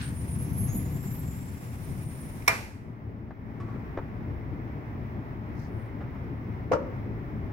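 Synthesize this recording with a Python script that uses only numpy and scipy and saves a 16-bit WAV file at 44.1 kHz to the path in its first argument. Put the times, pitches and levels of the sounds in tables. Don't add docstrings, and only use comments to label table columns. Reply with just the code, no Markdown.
import sys
import numpy as np
from scipy import signal
from scipy.fft import rfft, irfft
from scipy.io import wavfile

SR = 44100
rng = np.random.default_rng(int(sys.argv[2]) if len(sys.argv) > 2 else 0)


def store_pcm(level_fs):
    pcm = np.round(np.clip(level_fs, -1, 1) * 32767).astype(np.int16)
    wavfile.write(sys.argv[1], SR, np.atleast_2d(pcm).T)


N = 331632
T = np.arange(N) / SR
HZ = np.maximum(np.arange(N // 2 + 1) * SR / N, 1)

# f/Hz, level/dB
PANE_COLOUR = [(15, -42), (25, -15.5), (43, -12.5), (82, -0.5), (156, -2), (258, -12.5), (284, -12),
               (334, -23.5), (386, -17.5), (426, -47.5), (484, -21.5), (560, -47), (628, -31), (1200, -40),
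               (1560, -70), (2640, -120)]
# f/Hz, level/dB
SEAL_COLOUR = [(300, -22), (520, -3), (900, -2), (1500, -6), (2150, -6), (2900, -16), (4500, -22),
               (5400, -17.5), (6500, -21), (8100, -21), (9500, -15.5), (12200, -17), (13800, -19),
               (16000, -18.5)]
# t/s, level/dB
TRACK_JOLTS = [(0.0, -30.5), (1.49, -32.5), (1.876, -29), (2.04, -32.5)]
# t/s, length/s, level/dB, centre f/Hz, width/octaves
CLOTH_SWISHES = [(-.2, 0.4, -52, 1560, 0.21), (-.2, 0.35, -43.5, 2340, 1.22), (3.494, 0.42, -76, 4200, 1.2),
                 (3.578, 0.28, -56, 1190, 0.33), (5.517, 0.21, -65.5, 5100, 0.44),
                 (5.48, 0.28, -74.5, 11400, 0.53), (5.656, 0.29, -72.5, 10250, .4)]
# f/Hz, level/dB
RUMBLE_COLOUR = [(12, -58.5), (20, -22.5), (32, -14.5), (51, -10), (109, -3.5), (184, -11), (266, -11.5),
                 (435, -20), (505, -26.5), (577, -26), (700, -32.5), (910, -54.5), (1540, -120)]
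# f/Hz, width/Hz, level/dB
FAN_BANDS = [(62, 7.2, -8.5), (112.7, 11, 0), (221.3, 5, -6), (267.5, 2.4, -8.5)]
# f/Hz, level/dB
AIR_COLOUR = [(350, -28), (600, -3.5), (920, -2), (1300, -7), (1520, -10), (2100, -9), (2800, -23.5),
              (4400, -35.5), (5350, -33.5), (6300, -41.5), (8300, -49.5), (10500, -43.5), (13000, -42),
              (15500, -33)]
# t/s, length/s, f/Hz, level/dB
SHRIEK_CATCHES = [(.015, .085, 9100, -44), (.135, 0.12, 9500, -46), (.271, .1, 10000, -43.5),
                  (.385, 0.07, 10500, -40), (.486, 0.12, 11100, -47), (.565, 0.11, 10900, -34.5),
                  (.728, 0.068, 11450, -36.5), (.8, 0.41, 12200, -54.5), (1.096, 0.12, 12100, -47.5),
                  (1.2, .22, 12500, -59), (1.76, .71, 9750, -56.5), (2.044, .23, 9550, -56)]
# share of the pitch, level/dB
SHRIEK_STRANDS = [(.945, -4), (1., 0.5), (1.055, -5)]
# t/s, length/s, level/dB
WHISTLE_CATCHES = [(.39, 0.2, -68), (.575, 0.076, -56), (.665, 0.1, -50), (.77, 0.14, -55.5),
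                   (.92, 0.11, -53), (1.025, 0.12, -50), (1.15, .37, -53), (1.5, .22, -60), (1.7, .05, -54)]
# t/s, level/dB
STOP_CONTACTS = [(2.4225, -34), (2.465, -27), (2.4765, -10.5), (2.4778, 1), (2.4793, 2), (2.4843, -6),
                 (2.4895, -16)]
# f/Hz, level/dB, time to fall 60 dB/s
FRAME_MODES = [(280, -17.5, .3), (487, -19.5, 0.29), (666, -8, .2), (990, -9, 0.22), (1270, -17, 0.252),
               (1580, -24.5, .25), (1986, -3.5, 0.21), (2087, -1, 0.16), (2367, 4, 0.18), (2450, -7, .17),
               (2780, -21.5, 0.13), (5636, -23.5, .15)]
# f/Hz, level/dB
CRACK_COLOUR = [(150, -33.5), (300, -17), (1000, -2.5), (1700, -7.5), (2200, 5.5), (3000, -25), (3850, -12),
                (4700, -26), (5500, -7), (6500, -24.5), (7400, -18), (11500, -19), (16000, -25)]
# f/Hz, level/dB
ROOM_COLOUR = [(180, -39), (300, -13.5), (478, -8), (900, -4), (1080, -12), (1230, -10), (1480, -8),
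               (2440, -4.5), (3240, -21), (5430, -17), (6410, -21), (12700, -25), (16000, -38.5)]
# t/s, level/dB, ring f/Hz, ring level/dB, tilt/(dB per octave), time to fall 60 dB/s
LIGHT_TAPS = [(3.305, -40, 646, -5, -2.5, .08), (3.6, -48, 1130, 6, 5, .2), (3.685, -55, 1130, 7, 0, .3),
              (3.973, -24, 900, -12, -2.5, .035), (3.9845, -29, 520, -9, -3.5, .07),
              (6.005, -43, 560, -3, -1, .25), (6.154, -41, 606, -5, -1, .05)]
# f/Hz, level/dB
TAP_NOISE_COLOUR = [(120, -12), (330, -2), (950, 1), (1500, -4), (2300, -13), (3300, -27), (5500, -35),
                    (8000, -46), (15000, -58)]
# t/s, level/dB
KNOCK_CONTACTS = [(6.7185, 5.5), (6.7325, 5), (6.7505, -8), (6.764, -20)]
# f/Hz, level/dB, time to fall 60 dB/s
SILL_MODES = [(173.6, -12, 0.25), (319, -6.5, 0.32), (463, -3, 0.3), (518, -1.5, 0.44), (571, -0.5, 0.33),
              (610, -9, 0.3), (646, -13, 0.16), (940, -6, 0.26), (1123, -14, 0.36), (1350, -17, 0.25),
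              (1395, -16, 0.1)]
# f/Hz, level/dB
KNOCK_NOISE_COLOUR = [(150, -16), (300, -7), (540, 5), (750, -10.5), (1350, -7), (1650, -19), (2900, -27.5),
                      (3500, -40.5), (5600, -33.5), (8500, -50), (15500, -58)]
# f/Hz, left minus right level/dB
PORT_BALANCE = [(60, 0.5), (110, 3.5), (200, 2), (380, 4), (700, 3), (1290, -0.5), (2380, -1.5),
                (4400, 0.5), (8120, -2), (15000, -1)]

PUSH_S, PUSH_WIDTH_S, STOP_S = .7, .58, 2.478
COAST_DB, PUSH_DB = -38.5, 10.5
SEAL_DB, SEAL_PUSH_DB = -51, 1.94
JOLT_T60_S = 0.6
GAP_OPENS_S, GAP_LENGTH_S = 1.5, .8
STEP_OUT_S, STEP_LENGTH_S = 3.384, .33
RUMBLE_DB, RUMBLE_DOORWAY_DB, RUMBLE_SHUT_DB = -36.5, -5, -1.5
AIR_DB, AIR_DOORWAY_DB, AIR_SHUT_DB = -49.3, -7, -16
SQUEAL_RISE = 0.029
WHISTLE_START_HZ, WHISTLE_TOP_HZ, WHISTLE_CLIMB_S, WHISTLE_SETTLE_S = 6280, 7460, .6, .2
TOP_HZ = 15800


def undb(db):
    return 10 ** (np.asarray(db) / 20)


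def unit(x):
    return x / np.sqrt(np.mean(x ** 2))


def gains(points):
    hz, db = np.transpose(points)
    return undb(np.interp(np.log(HZ), np.log(hz), db))


def shape(x, gain):
    return irfft(rfft(x) * gain, N)


def walk(rate):
    return unit(shape(rng.standard_normal(N), np.exp(-(HZ / rate) ** 2)))


def noise(gain, spread):
    mid, side = rng.standard_normal((2, N))
    side = shape(side, np.minimum(spread * (1 + HZ / 2500), 1))
    return unit(shape(mid + np.array([side, -side]), gain))


def decay(t, t60):
    return np.exp(-np.log(1000) * t / t60)


def fade(t60, start=0, attack=0.00023):
    t = np.maximum(T - start, 0)
    return (1 - np.exp(-(t / attack) ** 2)) * decay(t, t60)


def ramp(start, length):
    return np.clip((T - start) / length, 0, 1)


def swell(start, length):
    return np.sqrt(np.abs(np.sin(np.pi * ramp(start, length))))


def catches(rows):
    return np.sqrt(sum((undb(db) * swell(s, length)) ** 2 for s, length, db in rows))


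def tone(hz):
    return np.sin(2 * np.pi * np.cumsum(hz) / SR)


def convolve(x, response):
    return signal.fftconvolve(np.atleast_2d(x), np.atleast_2d(response), axes=-1)[:, :N]


def pan(x, db):
    return x * undb(np.array([[db], [-db]]) / 2)


def from_left(x, lag_s, onset_hz=900):
    lag = 2 * np.pi * HZ * lag_s * (1 - 0.74 * np.exp(-(HZ / onset_hz) ** 2))
    return shape(x, np.exp(-1j * np.array([0 * lag, lag])))


def blows(contacts, modes, crack_t60):
    hz, db, t60 = np.transpose(modes)[:, :, None]
    hardest_s = max(contacts, key=lambda row: row[1])[0]
    t = np.maximum(T - hardest_s, 0)
    phase = rng.uniform(0, 2 * np.pi, hz.shape)
    ring = np.sum(undb(db) * np.sin(2 * np.pi * hz * t + phase) * decay(t, t60), 0)
    chatter = np.sqrt(sum((undb(size_db) * fade(crack_t60, s)) ** 2 for s, size_db in contacts))
    return ring * (1 - np.exp(-t / 0.0011)), chatter


def cloth(grain_db=2):
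    out, fibres = 0, noise(1, spread=0.59) * undb(grain_db * walk(130))
    for s, length, db, hz, octaves in CLOTH_SWISHES:
        stroke = swell(s, length) ** 4
        band = np.exp(-(np.log2(HZ / hz) / octaves) ** 2)
        out = out + undb(db) * stroke * unit(shape(fibres, band))
    return out


def rolling(rumble_db=-1, bump_db=1.3, grit_db=1):
    push = np.exp(-((T - PUSH_S) / PUSH_WIDTH_S) ** 2)
    moving = undb(-85 * np.maximum(T - STOP_S, 0))
    jolts = sum(undb(db) * fade(JOLT_T60_S, s, attack=.006) for s, db in TRACK_JOLTS)
    wheels = np.hypot(undb(COAST_DB + PUSH_DB * push), jolts)
    bumps = undb(rumble_db + bump_db * walk(9.6))
    rumble = noise(gains(PANE_COLOUR), spread=0.18) * wheels * bumps
    rubbing = undb(SEAL_DB + SEAL_PUSH_DB * push + grit_db * walk(40))
    hiss = noise(gains(SEAL_COLOUR), spread=0.39) * rubbing
    return moving * (rumble + hiss)


def courtyard(throb_db=1.25, fan_db=-5):
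    shut = 1 - ramp(GAP_OPENS_S, GAP_LENGTH_S)
    indoors = 1 - ramp(STEP_OUT_S, STEP_LENGTH_S)
    low_db = RUMBLE_DB + RUMBLE_DOORWAY_DB * indoors + RUMBLE_SHUT_DB * shut
    high_db = AIR_DB + AIR_DOORWAY_DB * indoors + AIR_SHUT_DB * shut
    rumble = noise(gains(RUMBLE_COLOUR), spread=0.26) * undb(throb_db * walk(10))
    fan_gain = sum(undb(db) * np.exp(-((HZ - hz) / width) ** 2) for hz, width, db in FAN_BANDS)
    fans = noise(fan_gain, spread=0.24)
    air = noise(gains(AIR_COLOUR), spread=0.45) * undb(.5 * walk(6))
    return undb(low_db) * (rumble + undb(fan_db) * fans) + undb(high_db) * air


def shrieking(skirt_db=-9):
    flutter, rasp = .018, .014
    pitch = np.full(N, float(SHRIEK_CATCHES[0][2]))
    for s, length, hz, db in SHRIEK_CATCHES:
        pitch = np.where(T >= s, hz * (1 + SQUEAL_RISE * (ramp(s, length) - .5)), pitch)
    notes = 0
    for share, db in SHRIEK_STRANDS:
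        wobble = 1 + flutter * walk(55) + rasp * walk(1200)
        notes = notes + tone(share * pitch * wobble) * undb(db + 4.0 * walk(60))
    skirt = tone(pitch) * walk(1600)
    grip = catches((s, length, db) for s, length, hz, db in SHRIEK_CATCHES)
    return (unit(notes) + undb(skirt_db) * skirt) * grip


def whistling():
    wander, waver, rough = .014, .011, .021
    settle = np.exp(-np.maximum(T - WHISTLE_CLIMB_S, 0) / WHISTLE_SETTLE_S)
    pitch = WHISTLE_TOP_HZ + (WHISTLE_START_HZ - WHISTLE_TOP_HZ) * settle
    wobble = 1 + wander * walk(9.2) + waver * walk(40) + rough * walk(900)
    return unit(tone(pitch * wobble) * undb(3.2 * walk(35))) * catches(WHISTLE_CATCHES)


def squealing(echo_db=-4, shriek_db=-2.5, whistle_db=-3.0):
    direct = shrieking() * undb(shriek_db) + whistling() * undb(whistle_db)
    walls = noise(1, spread=0.73) * fade(0.29)
    return direct + undb(echo_db) * convolve(direct, unit(walls) / np.sqrt(N))


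def door_stop(ring_db=-22, crack_db=-13.8, room_db=-28.4, rattle_db=-24, rattle_hz=1200,
              crack_t60=0.035, rattle_t60=0.28, room_t60=0.55, left_db=-1.0):
    ring, contact = blows(STOP_CONTACTS, FRAME_MODES, crack_t60)
    crack = noise(gains(CRACK_COLOUR), spread=.3) * contact
    rattle_band = np.exp(-(np.log2(HZ / rattle_hz) / 0.84) ** 2)
    rattle = noise(rattle_band, spread=0.58) * fade(rattle_t60, 2.479)
    room = noise(gains(ROOM_COLOUR), spread=0.4) * fade(room_t60, 2.484)
    clack = undb(ring_db) * ring + undb(crack_db) * crack
    return pan(clack + undb(rattle_db) * rattle + undb(room_db) * room, left_db)


def taps():
    out, burst = 0, noise(gains(TAP_NOISE_COLOUR), spread=0.069)
    for s, db, hz, ring_db, tilt_db, t60 in LIGHT_TAPS:
        click = unit(shape(burst, undb(tilt_db * np.log2(HZ / 1000))))
        note = undb(ring_db) * np.sin(2 * np.pi * hz * (T - s))
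        out = out + undb(db) * fade(t60, s, attack=0.0015) * (click + note)
    return out


def sill_knock(start=6.7145, ring_db=-23, crack_db=-23, tail_db=-27, thump_db=-14, thump_hz=520,
               crack_t60=0.087, tail_t60=.5):
    ring, contact = blows(KNOCK_CONTACTS, SILL_MODES, crack_t60)
    thump = np.square(swell(start, 0.0047)) * np.sin(2 * np.pi * thump_hz * (T - start))
    colour = gains(KNOCK_NOISE_COLOUR)
    crack = noise(colour, spread=0.55) * contact
    tail = noise(colour / (1 + HZ / 4000), spread=0.73) * fade(tail_t60, 6.72, attack=.004)
    return undb(ring_db) * ring + undb(thump_db) * thump + undb(crack_db) * crack + undb(tail_db) * tail


def scene(door_lag_s=.00033, yard_lag_s=.00041, knock_lag_s=0.00024):
    door = from_left(rolling() + squealing() + door_stop(), door_lag_s)
    yard = from_left(courtyard(), yard_lag_s)
    knock = from_left(sill_knock(), knock_lag_s)
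    return door + yard + knock + taps() + cloth()


def record(dry):
    lean = np.sqrt(gains(PORT_BALANCE))
    heard = shape(dry, np.array([lean, 1 / lean]))
    low_pass = signal.ellip(10, .2, 90, TOP_HZ, fs=SR, output="sos")
    return signal.sosfilt(low_pass, heard)


dry = scene()
out = record(dry)
store_pcm(out)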